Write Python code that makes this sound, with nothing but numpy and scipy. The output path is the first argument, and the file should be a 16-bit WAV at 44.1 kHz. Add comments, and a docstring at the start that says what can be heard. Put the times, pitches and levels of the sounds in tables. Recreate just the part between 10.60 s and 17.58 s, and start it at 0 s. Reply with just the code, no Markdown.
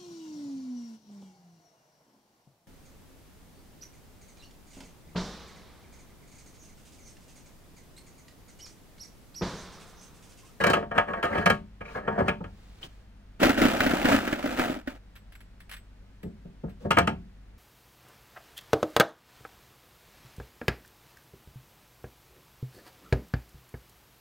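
"""A small room, close to a glass tank in which a hand wedges lava rocks and cork bark.
Rocks knock and drag against each other and ring the panes; skin rubs over their pores.
A slab of bark scrapes and catches its way down, crumbs tick, the pile shifts,
and one rock drops into place with a clatter. A low hum lies under it all."""
import sys
import numpy as np
from scipy import signal
from scipy.fft import rfft, irfft, next_fast_len
from scipy.io import wavfile

SR = 44100
rng = np.random.default_rng(int(sys.argv[2]) if len(sys.argv) > 2 else 0)


def file_out(sig):
    """Save sig as 16-bit WAV at sys.argv[1]."""
    # one column per channel
    cols = np.atleast_2d(sig).T
    # limit, then scale
    lim = np.clip(cols, -1, 1)
    pcm = np.round(lim * 32767).astype(np.int16)
    wavfile.write(sys.argv[1], SR, pcm)


N = 307818
T = np.arange(int(SR * .35)) / SR  # time axis of one ring, in seconds

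# Modes of the loaded glass tank. Each row: pitch in Hz, level in dB, t60 in seconds.
TANK_MODES = [(178.5, -16.5, 0.35), (210.6, -6, 0.43), (384.1, -10, 0.34), (450, -4.5, 0.18),
              (513.7, 1, 0.091), (585, -1.5, 0.22), (690.6, 2, 0.21), (762, -2.5, 0.2), (919, -2.5, 0.22),
              (1115, -5.5, 0.19), (1239, -3, 0.16), (1380, -1, 0.11), (1575, -4.5, 0.13), (1660, 3.5, 0.14),
              (1833, -3, 0.13), (1780, -8.5, 0.14), (2160, -14.5, 0.14), (2307, -1, 0.1),
              (2580, -9.5, 0.044), (2560, -16, 0.13), (3089, -8, 0.1)]
# Dense, short ring of the porous rocks and the table. Each row: frequency in Hz, level in dB.
STONE_COLOUR = [(50, -15.5), (85, 6), (125, -9.5), (180, 6.5), (260, -4), (480, 2.5), (820, 1.5),
                (1350, -2), (2000, -6), (2700, -8), (3800, -9), (5000, -25), (8500, -28.5), (12000, -39),
                (16000, -37)]


def knocks():
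    """Each blow cracks in the stone, rings the panes and the loose rock, then sets the table booming."""
    # Rock strikes rock or glass. Each row: time in seconds, strength in dB, hardness in Hz,
    # extra thud on the table in dB, share that goes into the panes from 0 to 1.
    blows = [(0.038, -26, 3760, -4, 0.95), (0.067, -30.5, 5000, -0.5, 0.8), (0.1, -34, 6350, 6.5, 1),
             (0.133, -26, 3390, -10, 0.44), (0.224, -43, 1460, 4.5, 0.7), (0.312, -35.5, 1480, -6, 1),
             (0.379, -23.5, 2350, -10, 0.67), (0.482, -41.5, 1600, -8, .6), (0.533, -34.5, 1760, -21, 0.67),
             (0.627, -33, 3160, -17, 0.66), (0.751, -32, 1600, -3, 1), (0.779, -37, 3040, 7, 0.44),
             (0.859, -23.5, 3930, -0.5, .95), (0.899, -25.5, 3800, -1.5, 0.88),
             (1.207, -45.5, 1900, 3, 0.58), (1.476, -30, 1380, -1.5, 0.94), (1.577, -28, 750, -5, .7),
             (1.603, -22.5, 520, -5.5, 0.5), (1.681, -31, 3300, 3, 0.56), (1.805, -41.5, 606, 4, 0.22),
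             (1.84, -50, 2840, 5.5, 0.42), (5.632, -49.5, 402, 11.5, 0.19), (5.652, -42.5, 231, 3.5, 0.53),
             (5.85, -49, 250, 6.5, 0.43), (6.035, -29, 242, -3, 0.26), (6.078, -60, 1200, 7, 0.7),
             (6.249, -30.5, 420, 0, 0.8), (6.307, -26, 4000, -5, 0.14), (6.369, -24, 2400, -2, 0.41),
             (6.377, -29, 1800, -3.5, 0.3), (6.385, -26, 4700, -2.5, 0.44), (6.402, -34, 900, 8.5, 0.24),
             (6.473, -30.5, 3660, 3.5, 0.26)]
    # Modes of the loose rock resting on bark. Each row: pitch in Hz, level in dB, t60 in seconds.
    rock_modes = [(176.6, -3.5, 0.22), (305.6, -3, 0.089), (700, -9, 0.031), (886, -1, 0.15),
                  (1120, -25.5, 0.16), (1260.5, 10, 0.079), (1410, -1, .15), (1704, -6.5, .1),
                  (2090, -9, 0.068), (2550, -14, 0.083), (2670, -12, 0.15), (5600, -22, 0.14),
                  (6430, -20.5, .05), (7500, -24, .07), (8100, -11.5, 0.069), (11100, -24, 0.037)]
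    # Colour of snapping grit. Each row: frequency in Hz, level in dB.
    grit_colour = [(2000, -0.5), (9000, 1.5), (13000, -3.5), (16000, -3)]
    # Thud, knock, body, clack and grit of a perfectly hard blow, in dB.
    balance_db = [0, -1.5, 2, -3.5, 1.5]
    boom_colour = [(40, -31), (80, 3), (125, -6), (180, 2.5), (300, -14.5), (600, -66.5)]
    out = np.zeros((2, N))
    for s, db, hardness_hz, thud_db, glass in blows:
        stone = burst(STONE_COLOUR, t60=0.066, tail_db=-13, tail_t60=0.22)
        wobble = roughness(len(T), rate=600, spread=1.5, slip_t60=0.0079) * fade(0.55)
        stone = level(stone * np.hypot(1, wobble), -0.66, span=0.036)
        boom = burst(boom_colour, t60=0.13, tail_db=-0.5, tail_t60=0.45) * (1 - fade(0.041))
        panes = glass * undb(4) * ring(TANK_MODES, detune=0.0015)
        loose_rock = (1 - glass) * undb(1) * ring(rock_modes, detune=0.011)
        grit = colour(rng.standard_normal((2, len(T))), grit_colour) * fade(0.028)
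        blow = stone + panes + loose_rock + undb(-9.5) * boom + undb(-11.5) * grit
        # Porous points give way one after another; a softer contact crushes for longer.
        crush_s = 0.0064 * (2000 / hardness_hz) ** 0.27
        attack = np.minimum(T / crush_s, 1) ** 1.1
        shares_db = db + np.add(balance_db, [thud_db, 0, 0, 0, 0])
        add(out, s - .002, contact(blow * attack, shares_db, hardness_hz, span=0.022))
    return out


def drags():
    """Rough rock hops over rough rock: a quick train of slips excites the stone and the panes."""
    # Each row: start and end in seconds, strength in dB, hardness in Hz.
    slides = [(0, 0.016, -32.5, 3050), (0.05, 0.109, -30, 2010), (0.141, 0.178, -33.5, 1688),
              (0.344, 0.379, -35.5, 1740), (0.47, 0.518, -39.5, 1506), (0.55, 0.605, -42, 1450),
              (0.633, 0.66, -31, 2440), (0.688, 0.75, -36.5, 1470), (0.725, 0.838, -38, 2270),
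              (1.239, 1.377, -52.5, 3000), (1.346, 1.388, -38, 1580), (1.414, 1.495, -45, 1180),
              (1.497, 1.598, -38.5, 1100), (1.582, 1.608, -34, 1900), (1.651, 1.702, -41.5, 2000),
              (6.196, 6.27, -45.5, 300)]
    # Thud, knock, body, clack and grit of a perfectly hard slide, in dB.
    balance_db = [-1, -3, 1, -8.5, 4]
    out = np.zeros((2, N))
    for start, end, db, hardness_hz in slides:
        span = end - start
        size = int(span * SR)
        push = rng.standard_normal(size) * signal.get_window(("tukey", .3), size)
        push *= np.hypot(.5, roughness(size, rate=760, spread=3.0, slip_t60=0.034))
        stone = burst(STONE_COLOUR, t60=0.015, tail_db=-7.5, tail_t60=0.21)
        panes = undb(-8.5) * ring(TANK_MODES, detune=0.0075)
        grind = signal.fftconvolve(stone + panes, push[None], axes=1)
        add(out, start, contact(grind, np.add(balance_db, db), hardness_hz, span))
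    return out


def scrape():
    """Bark grates over rock: dense small fractures rasp and hiss while its hollow rumbles along."""
    # How hard the bark is pushed down the pile. Each row: time in seconds, level in dB.
    push_curve = [(2.79, -72), (2.8, -37), (2.84, -16.5), (2.951, -34.5), (3.024, -21.5), (3.17, -30.5),
                  (3.22, -29.5), (3.32, -27.5), (3.432, -31.5), (3.469, -27), (3.524, -20.5), (3.62, -33.5),
                  (3.831, -38), (3.86, -34.5), (3.961, -35.5), (3.999, -26), (4.178, -43), (4.258, -67),
                  (4.278, -41.5), (4.379, -55.5)]
    # Colours of the three layers. Each row: frequency in Hz, level in dB.
    rumble = [(70, -10), (140, -15.5), (205, -3.5), (255, 0), (310, -1.5), (420, -12.5), (590, -6),
              (800, -17), (1000, -17), (1500, -55.5)]
    rasp = [(150, -20.5), (480, -2.5), (750, 7), (1020, -7), (1300, 6.5), (1650, 3), (2000, -0.5),
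            (2800, -4), (3500, -8.5), (6000, -26.5)]
    hiss = [(2500, -11), (4500, 3.5), (7500, 1), (11500, -8), (15000, -1), (16500, -13)]
    times, push_db = np.transpose(push_curve)
    push = undb(np.interp(np.arange(N) / SR, times, push_db, left=-120, right=-120))
    fractures = np.hypot(roughness(N, rate=1000, spread=3.7, slip_t60=.02), .5)
    out = 0
    # The heavy slab averages the fractures out; its surface follows every one.
    for layer, db, crunch in ((rumble, -1.5, .5), (rasp, -4, 1), (hiss, -18.5, 1)):
        grating = fractures ** crunch * rng.standard_normal((2, N))
        out = out + level(colour(grating, layer), db)
    return push * out


def catches():
    """Where the bark snags and lets go, it cracks and its hollow thumps."""
    # Each row: time in seconds, thump in dB, crack in dB.
    snags = [(2.817, -24, -29.5), (2.833, -31, -20.5), (2.894, -22, -23.5), (2.977, -28, -28),
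             (2.988, -25, -50), (3.018, -18.5, -25), (3.053, -15.5, -27.5), (3.205, -34, -19.5),
             (3.246, -31.5, -35), (3.264, -22, -25), (3.311, -26, -28), (3.335, -23, -45.5),
             (3.446, -20, -30), (3.455, -36, -21), (3.489, -27, -24.5), (3.527, -21.5, -27),
             (3.541, -21.5, -34), (3.676, -30.5, -28.5), (3.728, -25.5, -28), (3.84, -25.5, -67),
             (3.86, -29, -32), (3.995, -26, -26), (4.098, -25.5, -39), (4.162, -34, -53),
             (4.274, -31.5, -36)]
    # Resonances of the hollow bark. Each row: pitch in Hz, width in Hz, level in dB.
    resonances = [(253.8, 24.2, -4), (299.7, 32.4, -5.5), (606, 47, -9.5), (746, 66, -38.5)]
    # Colour of a crack. Each row: frequency in Hz, level in dB.
    crack_colour = [(500, 1.5), (1000, -11.5), (1500, 8), (2700, -5.5), (4500, -17), (11000, -30),
                    (16000, -21)]
    hollow_modes = [(hz, db, np.log(1000) / (np.pi * width)) for hz, width, db in resonances]
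    out = np.zeros((2, N))
    for s, thump_db, crack_db in snags:
        thump = ring(hollow_modes, detune=0.023) * (1 - fade(0.0063))
        crack = burst(crack_colour, t60=0.062, tail_db=-14.5, tail_t60=0.26)
        add(out, s, level(thump, thump_db, span=0.012) + level(crack, crack_db, span=0.0079))
    return out


def scratches():
    """A sharp point of rock chatters in one narrow resonance and dies away."""
    # Each row: time in seconds, pitch in Hz, level in dB.
    chirrs = [(0.73, 2050, -40.5), (1.212, 2340, -51), (1.252, 2310, -52), (1.281, 2360, -54.5),
              (1.685, 2480, -34), (2.227, 3060, -46)]
    attack = np.minimum(T / 0.0068, 1)
    out = np.zeros((2, N))
    for s, hz, db in chirrs:
        peak = [(hz * .7, -30), (hz * .9, -12), (hz, 0), (hz * 1.1, -12), (hz * 1.5, -32), (hz * 3, -50)]
        chirr = burst(peak, t60=0.071, tail_db=-25, tail_t60=0.27) * attack
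        add(out, s, level(chirr, db, span=0.034))
    return out


def ticks():
    """Loose crumbs of rock and bark snap and drop on the glass."""
    # Each row: time in seconds, level in dB.
    crumbs = [(4.554, -56), (4.561, -53.5), (4.722, -56), (4.752, -52.5), (4.804, -56.5), (5.003, -53),
              (5.094, -49.5), (5.113, -43.5), (5.135, -45.5), (5.165, -51), (5.63, -52.5), (6.091, -64)]
    # Colour of a crumb. Each row: frequency in Hz, level in dB.
    crumb_colour = [(400, -12.5), (1000, -3), (1700, 6.5), (3000, 0), (5000, -10), (7000, -18),
                    (16000, -12.5)]
    # Its thin ring on the glass. Each row: pitch in Hz, level in dB, t60 in seconds.
    glint_modes = [(7870, 3, 0.25), (9500, -24, 0.071), (11220, 8, 0.13), (13400, -13, 0.057),
                   (15000, -19, .08)]
    out = np.zeros((2, N))
    for s, db in crumbs:
        crackle = burst(crumb_colour, t60=0.067, tail_db=-6, tail_t60=0.14)
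        crackle *= roughness(len(T), rate=1200, spread=1.2, slip_t60=0.045)
        glint = undb(-12.5) * ring(glint_modes, detune=.03)
        tick = level(crackle, 0, span=0.021) + glint
        add(out, s, level(tick, db, span=0.0073))
    return out


def rubs():
    """Skin brushes over the rock's pores: a soft rustle that swells and fades with each stroke."""
    # Each row: start and end in seconds, level in dB.
    strokes = [(0.676, 0.861, -55.5), (1.276, 1.416, -56.5), (1.78, 2.52, -61.5), (2.209, 2.279, -49),
               (6.186, 6.288, -60.5)]
    # Colour of the rubbing. Each row: frequency in Hz, level in dB.
    skin_colour = [(100, 16), (250, 13), (600, 6), (1500, 3.5), (4000, -1.5), (8000, -8.5), (12000, -16),
                   (16000, -13)]
    t = np.arange(N) / SR
    swell = sum(undb(db) * np.sin(np.pi * np.clip((t - start) / (end - start), 0, 1))
                for start, end, db in strokes)
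    pores = np.hypot(1, roughness(N, rate=1300, spread=1.8, slip_t60=.015))
    return swell * level(colour(pores * rng.standard_normal((2, N)), skin_colour), 0)


def background():
    """Mains and a distant motor hum over room rumble and faint hiss."""
    # Tones of the hum. Each row: pitch in Hz, level in dB.
    tones = [(49.2, -53), (100, -62), (200, -69.5)]
    # Colour of the room tone. Each row: frequency in Hz, level in dB.
    room_colour = [(20, -1), (45, 7), (80, -2.5), (125, -10), (160, -6.5), (250, -8.5), (320, -17),
                   (600, -20.5), (1100, -25.5), (1600, -24), (3000, -31.5), (6000, -39), (16000, -50.5)]
    t = np.arange(N) / SR
    hum = sum(level(np.sin(2 * np.pi * (hz * t + rng.random())), db) for hz, db in tones)
    return hum + level(colour(rng.standard_normal((2, N)), room_colour), -54.5)


def contact(x, shares_db, hardness_hz, span):
    """A contact shares its energy between five bands and rolls off above its hardness frequency."""
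    # Thud, knock, body, clack and grit. Each row: low and high edge in Hz.
    bands = [(60, 430), (430, 1050), (1050, 2000), (2000, 3400), (4200, 16000)]
    centres = np.sqrt(np.prod(bands, axis=1))
    order = 14 / (10 * np.log10(2))  # 14 dB per octave
    levels_db = shares_db - 10 * np.log10(1 + (centres / hardness_hz) ** order)
    filters = [signal.butter(5, edges, "band", fs=SR, output="sos") for edges in bands]
    return sum(level(signal.sosfilt(sos, x), db, span) for sos, db in zip(filters, levels_db))


def roughness(size, rate, spread, slip_t60):
    """Flickering friction: tiny random slips, about rate a second, a few much stronger than the rest."""
    strength = undb(spread * np.minimum(rng.exponential(size=size), 4))
    slips = (rng.random(size) < rate / SR) * strength ** 2
    energy = signal.lfilter([1], [1, -fade(slip_t60)[1] ** 2], slips)
    return level(np.sqrt(energy), 0)


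def burst(curve, t60, tail_db, tail_t60):
    """Dense modes die fast and leave a tail of reflections; rows are two paths to the microphone."""
    noise = level(colour(rng.standard_normal((2, len(T))), curve), 0)
    return noise * np.hypot(fade(t60), undb(tail_db) * fade(tail_t60))


def ring(modes, detune):
    """Decaying sines, shifted a little by the load and weighted anew at each point of contact."""
    hz, db, t60 = np.transpose(modes)
    hz = hz * (1 + detune * rng.standard_normal(len(hz)))
    decay = np.exp(-np.log(1000) * T / t60[:, None])
    partials = undb(db)[:, None] * np.sin(2 * np.pi * hz[:, None] * T) * decay
    shape = (2, len(modes))
    weight = undb(2 * rng.standard_normal(shape)) * rng.choice([-1, 1], shape)
    return level(weight @ partials, 0, span=.03)


def ports(paths, diffuse_hz):
    """Two close mic ports: the side is direct sound a quarter cycle off, reflections above diffuse_hz."""
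    # Stereo width. Each row: frequency in Hz, side relative to mid in dB.
    width = [(60, -18), (120, -24.5), (220, -8.5), (400, -5.5), (680, -1), (1050, 3), (1400, -9.5),
             (2300, -1), (4400, 1.5), (8000, -3), (15000, -1)]
    size = next_fast_len(N)
    direct, reflected = rfft(paths, size)
    hz = np.fft.rfftfreq(size, 1 / SR)
    diffuse = hz / (hz + diffuse_hz + 1)
    blend = 1j * np.sqrt(1 - diffuse) * direct + np.sqrt(diffuse) * reflected
    side = irfft(bin_gains(width, size) * blend, size)[:N]
    return np.array([paths[0] + side, paths[0] - side])


def undb(db):
    """Decibels to gain."""
    return 10 ** (np.asarray(db) / 20)


def fade(t60):
    """Exponential decay over the length of one ring."""
    return np.exp(-np.log(1000) * T / t60)


def bin_gains(curve, size):
    """Gain of a (Hz, dB) curve at the bins of a transform."""
    hz, db = np.transpose(curve)
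    return undb(np.interp(np.log(np.fft.rfftfreq(size, 1 / SR) + 1), np.log(hz), db))


def colour(x, curve):
    """Equalise a sound with a (Hz, dB) curve."""
    size = next_fast_len(x.shape[-1])
    return irfft(rfft(x, size) * bin_gains(curve, size), size)[..., :x.shape[-1]]


def level(x, db, span=None):
    """Set the rms of each row, taken over all of it or its first span seconds."""
    head = x if span is None else x[..., :int(span * SR)]
    return x * undb(db) / np.sqrt(np.mean(head ** 2, axis=-1, keepdims=True) + 1e-20)


def add(out, s, x):
    """Mix a sound in at s seconds."""
    i = max(int(s * SR), 0)
    out[:, i:i + x.shape[1]] += x[:, :N - i]


def scene():
    """Rocks a little to the left, bark and hand with their stereo image mirrored, the room behind."""
    rocks = ports(knocks() + drags() + scratches(), diffuse_hz=1810) * undb([[.4], [-.4]])
    bark = ports(scrape() + catches() + ticks() + rubs(), diffuse_hz=1300)[::-1]
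    return rocks + bark + ports(background(), diffuse_hz=200)


def record(dry):
    """A steep low-pass cuts the top above 16 kHz."""
    return signal.sosfilt(signal.ellip(10, .2, 80, 16000, fs=SR, output="sos"), dry)


dry = scene()
out = record(dry)
file_out(out)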